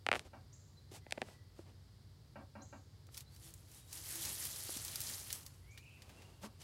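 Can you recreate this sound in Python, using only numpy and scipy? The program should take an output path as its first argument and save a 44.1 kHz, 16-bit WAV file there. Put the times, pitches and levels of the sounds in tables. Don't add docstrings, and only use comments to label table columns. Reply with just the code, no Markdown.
import sys
import numpy as np
from scipy import signal
from scipy.fft import rfft, irfft, next_fast_len
from scipy.io import wavfile
from scipy.ndimage import map_coordinates

SR = 44100
rng = np.random.default_rng(int(sys.argv[2]) if len(sys.argv) > 2 else 0)


def unload_audio(sound):
    columns = np.transpose(np.atleast_2d(sound))
    steps = np.round(np.clip(columns, -1, 1) * 32767)
    wavfile.write(sys.argv[1], SR, steps.astype(np.int16))


N = 292779


def amp(db):
    return 10 ** (np.asarray(db) / 20)


def unit(x):
    return x / np.sqrt(np.mean(x ** 2) + 1e-20)


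def gain(points, hz):
    f, db = np.transpose(points)
    return amp(np.interp(np.log(hz + 1), np.log(f + 1), db))


def bell(x, centre, width):
    return np.exp(-((x - centre) / width) ** 2)


def clock():
    return np.arange(N) / SR


def swell(s, half):
    return np.exp(-np.minimum(np.abs((clock() - s) / half), 6) ** 3 / 2)


def wobble(rate):
    return map_coordinates(rng.standard_normal(int(N * rate / SR) + 4), [clock() * rate])


def sine(hz):
    return np.sin(2 * np.pi * np.cumsum(hz) / SR)


def filtered(x, response):
    size = next_fast_len(len(x) + 8192)
    return irfft(rfft(x, size) * response(np.fft.rfftfreq(size, 1 / SR)), size)[:len(x)]


def coloured(x, points):
    return unit(filtered(x, lambda hz: gain(points, hz)))


def noise(points):
    return coloured(rng.standard_normal(N), points)


def add(track, s, x):
    part = track[max(round(s * SR), 0):][:len(x)]
    part += x[:len(part)]


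def grains(rate, spread_db):
    hits = (rng.random(N) < rate / SR) * rng.uniform(-0.96, 1, N)
    return unit(hits * amp(spread_db * np.minimum(rng.exponential(size=N), 3)))


def echoes(x, t60):
    t = np.arange(SR) / SR
    tail = rng.standard_normal(SR) * amp(-60 * t / t60)
    return signal.fftconvolve(x, tail / np.linalg.norm(tail))[:N]


# middle in seconds, half length in seconds, level in dB.
MOAN_SWELLS = [(3.46, 0.055, -71), (3.98, 0.026, -67.5), (4.185, 0.039, -60), (4.36, 0.056, -69.5)]
# frequency in Hz, gain in dB.
RUMBLE_EQ = [(20, -46), (28, -19), (38, -18.5), (55, 0), (80, -0.5), (105, 2), (130, -0.5), (165, -8.5),
             (230, -22), (400, -45)]
AIR_EQ = [(120, -33), (200, -1.5), (249, -3), (394, -5), (659, -12.5), (806, -13), (867, -13), (1100, -15),
          (2250, -18.5), (2420, -23), (4770, -12.5), (6170, -23), (7970, -24), (14600, -32.5), (16000, -52)]


def background(stir, hum_hz=92, moan_hz=330):
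    hum = amp(-64.5 + 1.2 * wobble(3.1)) * np.sqrt(2) * sine(hum_hz + 1.23 * wobble(9.8))
    swells = sum(amp(db) * swell(s, half) for s, half, db in MOAN_SWELLS)
    moan = swells * np.sqrt(2) * sine(moan_hz + 4 * wobble(8.4))
    rumble = (amp(-61 + 0.201 * wobble(2.1)) + amp(-27.5) * stir) * noise(RUMBLE_EQ)
    air = amp(-70.5 + 0.36 * wobble(3.3)) * noise(AIR_EQ)
    return hum + moan + rumble + air


# time in seconds, peak in dB, hardness in dB
CASE_SLIPS = [(0.0654, -21, 4), (.0878, -19.5, -2.5), (0.1158, -16, 0), (.1287, -21.5, 0),
              (.1371, -25.5, -4), (.1478, -31.5, -6), (.155, -27, 2), (0.1617, -31, -7), (0.194, -32, 17),
              (1.0655, -44.5, -13), (1.1094, -35.5, 18), (1.1235, -21.5, 11), (1.1758, -38.5, -17),
              (1.1791, -37, -11.5), (1.2173, -25.5, -2.5), (1.2253, -38, -14), (1.2858, -49, -8),
              (1.5906, -48.5, -29.5), (3.089, -54.5, -2.5), (4.6928, -40.5, -24)]
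# frequency in Hz, gain in dB.
CASE_EQ = [(60, -22), (280, -6), (400, -5.5), (560, 1.5), (800, 4.5), (1050, -4), (1600, 1), (2500, 1.5),
           (4500, -12), (6500, -22.5), (8500, -19), (11000, -29.5), (13000, -40), (16000, -48)]
# start in seconds, then bass, treble and node gains in dB.
GRIP_TONES = [(0, 3.5, 0, 3.5), (1, 5.5, 0.5, -17), (1.15, 11, 6.5, -5.5), (1.25, 15, -8, 11.5)]


def creaks(lag_s=0.001824, slow_hz=250, edge_db=-9, edge_path=2.3, bite_from_db=-22, size=2048):
    out, hz = np.zeros(N), np.fft.rfftfreq(size, 1 / SR)
    phase = 2 * np.pi * np.cumsum(lag_s * 1000 / (hz + slow_hz)) * hz[1]
    bass = 1 / (1 + (hz / 700) ** 3)
    treble = 1 - 1 / (1 + (hz / 3500) ** 4)
    nodes = bell(hz, 1250, 220) + 0.46 * bell(hz, 2950, 220)
    main_mode = bell(hz, 2100, 700)
    for (s, db, hard_db), place in zip(CASE_SLIPS, rng.uniform(0.814, 1.216, len(CASE_SLIPS))):
        _, bass_db, treble_db, node_db = GRIP_TONES[sum(s >= grip[0] for grip in GRIP_TONES[1:])]
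        tone_db = (bass_db - 0.66 * hard_db) * bass + (treble_db + hard_db) * treble + node_db * nodes
        bite_db = 0.6 * max(db - bite_from_db, 0) * main_mode
        colour = gain(CASE_EQ, hz) * amp(tone_db + bite_db)
        edge = amp(edge_db) / (1 + hz / 2500) * np.exp(-1j * phase * edge_path * place)
        click = np.roll(irfft(colour * (np.exp(-1j * phase) + edge)), size // 2)
        add(out, s - size / 2 / SR, amp(db) * click / np.abs(click).max())
    return out + amp(-20) * echoes(out, t60=0.039)


# middle in seconds, half length in seconds, level in dB, hiss gain in dB.
SCUFF_STROKES = [(0.158, .015, -45.5, -5), (0.201, .026, -58, -7), (.263, .014, -56, -11),
                 (.919, 0.0055, -62.5, 2), (0.956, 0.025, -56.5, 3.5), (1.19, 0.093, -62.5, -8),
                 (1.309, 0.046, -64, -1), (1.597, 0.031, -65.5, -2.5), (1.688, 0.025, -61, -15.5),
                 (4.283, 0.03, -57.5, 11), (6.172, 0.15, -62, -6), (6.447, 0.021, -52.5, 1),
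                 (6.62, 0.017, -59.5, 6.5)]
# frequency in Hz, gain in dB.
SKIN_EQ = [(100, 9), (350, 5.5), (750, 4.5), (1500, -5), (3000, -3), (8000, -5.5), (12000, -12),
           (16000, -22)]


def scuffs():
    rub = unit(coloured(grains(rate=5800, spread_db=-3), SKIN_EQ) + amp(-6) * noise(SKIN_EQ))
    hiss = filtered(rub, lambda hz: hz ** 2 / (hz ** 2 + 2500 ** 2))
    return sum(amp(db) * swell(s, half) * (rub + (amp(hiss_db) - 1) * hiss)
               for s, half, db, hiss_db in SCUFF_STROKES)


# start in seconds, level in dB, length of the first reflections in seconds,
# frequency in Hz that the struck spot favours.
WOOD_BLOWS = [(.331, -58.5, 0.044, 790), (2.355, -54.5, 0.059, 650), (2.551, -56, 0.072, 218),
              (2.725, -56, 0.04, 278), (6.432, -55, 0.027, 1100)]
# centre in Hz, width in Hz, gain in dB.
BOARD_MODES = [(212, 41, 8.5), (283, 80, 8), (560, 57, 9), (667, 29, 8.5), (760, 26, 5.5), (920, 190, 1),
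               (1143, 150, -3.5), (1358, 70, -1.5), (1580, 115, -5), (1880, 130, -14), (2315, 190, -15),
               (2780, 180, -16.5)]


def knocks(t60=0.18, dull_hz=1900, scatter=0.3, favour_db=3.5):
    out, t = np.zeros(N), np.arange(SR // 2) / SR
    path = rng.standard_normal(len(t))
    attack = (1 - np.exp(-t / 0.0021)) * (1 + 0.35 * np.exp(-t / 0.015))

    def board(hz):
        return sum(amp(db) / (1 + (2 * (hz - centre) / width) ** 2) for centre, width, db in BOARD_MODES)

    for s, db, hold, spot_hz in WOOD_BLOWS:
        cluster = path + scatter * rng.standard_normal(len(t))
        wood = unit(filtered(cluster, lambda hz: board(hz) * amp(favour_db * bell(hz / spot_hz, 1, 0.14))))
        body = filtered(wood, lambda hz: 1 / (1 + (hz / dull_hz) ** 4))
        treble = (wood - body) * amp(13 - 60 * t / 0.34)
        fade = amp(-60 * np.maximum(t - hold, 0) / t60)
        add(out, s, amp(db) * attack * fade * (body + treble))
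    return out


def whistle(shape, waver, fade_s=0.0014):
    times, *columns = np.transpose(shape)
    t = np.arange(times[0], times[-1], 1 / SR)
    hz, db, hoarse = [np.interp(t, times, column) for column in columns]
    pitch = hz * (1 + hoarse * waver[rng.integers(N // 2):][:len(t)])
    fade = np.clip(np.minimum(t - times[0], times[-1] - t) / fade_s, 0, 1)
    return amp(db) * fade * sine(pitch)


# start in seconds, level in dB.
CHIP_CALLS = [(0.525, -55.5), (2.616, -54), (5.705, -61.5)]
# seconds into the call, pitch in Hz, gain in dB,
# waver as a share of the pitch.
CHIP_SHAPE = [(0, 5220, -8, 0.012), (.006, 6780, 2, 0.012), (.013, 7600, -9, .01),
              (.038, 7340, -16.5, 0.0091)]
# start and length in seconds, first and last pitch in Hz, level in dB.
PLAIN_CALLS = [(0.766, 0.034, 4080, 3990, -66), (1.017, 0.39, 2030, 1953, -76.5),
               (2.602, 0.029, 4100, 4020, -68), (3.258, .04, 3850, 4260, -70),
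               (3.307, .055, 4460, 4550, -71), (3.737, 0.2, 3740, 3870, -74),
               (6.165, 0.034, 2734, 2730, -67), (6.245, .022, 2760, 2810, -66)]
# time in seconds, pitch in Hz, level in dB,
# waver as a share of the pitch.
HOARSE_CALL = [(5.624, 1970, -81, .02), (5.72, 2317, -64, 0.027), (5.8, 2476, -68.5, .04),
               (5.88, 2634, -62.5, 0.068), (5.99, 2570, -70.5, 0.084)]


def birds(plain_waver=0.014):
    near, far = np.zeros(N), np.zeros(N)
    waver = wobble(260)
    for s, db in CHIP_CALLS:
        add(far, s, amp(db) * whistle(CHIP_SHAPE, waver))
    for s, length, start_hz, end_hz, db in PLAIN_CALLS:
        glide = [(0, start_hz, db, plain_waver), (length, end_hz, db, plain_waver)]
        add(near, s, whistle(glide, waver, fade_s=0.0067))
    add(near, HOARSE_CALL[0][0], whistle(HOARSE_CALL, waver))
    return near + amp(-1) * echoes(near, t60=1) + amp(-2) * echoes(far, t60=0.062) + echoes(far, t60=0.85)


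# start in seconds, level in dB, pitch in Hz, t60 in seconds.
FINGER_BUMPS = [(0.917, -38.5, 385, 0.022), (1.22, -47, 416, 0.09), (1.591, -37.5, 334, 0.041),
                (4.692, -30, 313, 0.019), (4.765, -32.5, 257, 0.017), (6.442, -45, 217, 0.14)]


def bumps(rise_s=0.0019, overtone_ratio=1.74, overtone_db=-7):
    out, t = np.zeros(N), np.arange(SR // 5) / SR
    for s, db, pitch_hz, t60 in FINGER_BUMPS:
        fade = amp(-60 * t / t60)
        phase = 2 * np.pi * pitch_hz * t
        ring = fade * np.sin(phase) + amp(overtone_db) * fade ** 2 * np.sin(overtone_ratio * phase)
        add(out, s, amp(db) * (1 - np.exp(-t / rise_s)) * ring)
    return out


TOUCH_FROM_S = 3.27
# start in seconds, peak in dB, pitch in Hz.
STALK_SNAPS = [(3.068, -56.5, 6500), (3.1447, -40.5, 5160), (3.1706, -40, 5100), (3.1762, -34.5, 6160),
               (3.206, -41.5, 5300), (3.3628, -46.5, 5240), (3.5392, -38.5, 8700), (3.9288, -32.5, 7300),
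               (4.1554, -32, 7600), (4.4532, -25, 9550), (4.771, -33, 7850), (4.9572, -24, 6960),
               (5.0044, -27, 10100), (5.0152, -29, 8600), (5.3037, -32.5, 3840), (5.3277, -25, 8400),
               (5.4639, -38.5, 6040), (5.776, -43, 2800), (6.0202, -46.5, 3370), (6.093, -50.5, 2360),
               (6.2192, -51, 1960)]


def snaps(stir, rise_s=0.00026, tick_db=3, ring_cycles=170):
    out, t = np.zeros(N), np.arange(SR // 10) / SR
    attack = 1 - np.exp(-t / rise_s)
    tick = amp(tick_db - 60 * t / 0.0021)
    for s, db, pitch in list(STALK_SNAPS) + small_snaps(stir):
        ring = amp(-60 * t * pitch / ring_cycles)
        crack = rng.standard_normal(len(t)) * attack * (tick + ring)
        burst = filtered(crack, lambda hz: 1j * hz * pitch / (pitch ** 2 - hz ** 2 + 1.1j * hz * pitch))
        add(out, s, amp(db) * burst / np.abs(burst).max())
    return out + amp(-9) * echoes(out, t60=0.085)


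def small_snaps(stir, count=40, over_rustle_db=8.5, spread_db=3, typical_hz=7070):
    times = rng.uniform(TOUCH_FROM_S, (N - 1) / SR, count)
    force, thinness = rng.standard_normal((count, 2)).T
    rustle_db = 20 * np.log10(stir[(times * SR).astype(int)] + 1e-9)
    peaks_db = rustle_db + over_rustle_db + spread_db * force
    return list(zip(times, peaks_db, typical_hz * np.exp(0.11 * thinness)))


# middle in seconds, half length in seconds, level in dB.
HAND_BRUSHES = [(3.176, 0.038, -57.5), (3.467, 0.036, -58), (3.755, 0.054, -60)]
# time in seconds, level in dB before the dig's boost.
DIG_LEVELS = [(3.87, -73), (3.94, -51), (4.02, -54), (4.11, -46.5), (4.25, -44.5), (4.37, -48),
              (4.46, -44.5), (4.53, -48.5), (4.98, -48.5), (5.11, -44.5), (5.25, -54.5), (5.35, -50),
              (5.44, -63.0), (5.58, -75.5)]


def stirring(dig_boost_db=1.5, dig_fade_s=0.03, touch_db=-67.5, touch_rise_s=0.08, sag_db_per_s=3):
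    t = clock()
    since_touch = t - TOUCH_FROM_S
    touch = np.clip(since_touch / touch_rise_s, 0, 1) * amp(touch_db - sag_db_per_s * since_touch)
    times, levels_db = np.transpose(DIG_LEVELS)
    fade = np.clip(np.minimum(t - times[0], times[-1] - t) / dig_fade_s + 1, 0, 1)
    dig = fade * amp(np.interp(t, times, levels_db) + dig_boost_db)
    brush_power = sum((amp(db) * swell(s, half)) ** 2 for s, half, db in HAND_BRUSHES)
    return np.sqrt(touch ** 2 + dig ** 2 + brush_power)


def stalks(count=7):
    out = np.zeros(N)
    for pitch_hz in np.geomspace(1800, 14000, count):
        ticks = grains(rate=900, spread_db=3.5) * amp(6 * np.tanh(wobble(35)))
        out += filtered(ticks, lambda hz: bell(np.log((hz + 1) / pitch_hz), 0, 0.34))
    return out


# frequency in Hz, gain in dB.
STRAW_EQ = [(880, -8), (1500, -6.5), (1940, -3), (2510, -6), (3250, -0.5), (3690, -1.5), (4160, 0.5),
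            (11400, 2.5), (15100, -7.5), (16000, -16)]
BEDDING_EQ = [(120, -2), (280, 2), (550, 0.5), (1100, 0.5), (2000, -5.5), (3200, -1), (7000, -48)]


def straw(stir, bed_db=-63.5, reference_stir_db=-43.5, bed_db_per_db=0.57, deeper_db_per_s=2.5):
    clumps = amp(0.5 * wobble(45))
    rustle = amp(-4.5) * coloured(stalks(), STRAW_EQ) + amp(-4) * noise(STRAW_EQ)
    bedding = coloured(grains(rate=3000, spread_db=2), BEDDING_EQ)
    dig_start, dig_end = DIG_LEVELS[0][0], DIG_LEVELS[-1][0]
    dug_s = np.clip(clock(), dig_start, dig_end) - dig_start
    bed_gain = amp(bed_db + deeper_db_per_s * dug_s) * (stir / amp(reference_stir_db)) ** bed_db_per_db
    return clumps * (stir * rustle + bed_gain * bedding)


def scene():
    stir = stirring()
    handling = creaks() + bumps() + scuffs()
    nest = straw(stir) + snaps(stir)
    return (handling + nest + knocks() + birds() + background(stir))[None]


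def record(dry, low_hz=36, top_hz=15900):
    return np.array([filtered(channel, lambda hz: (1 - 1 / (1 + (hz / low_hz) ** 6)) * (hz < top_hz))
                     for channel in dry])


dry = scene()
out = record(dry)
unload_audio(out)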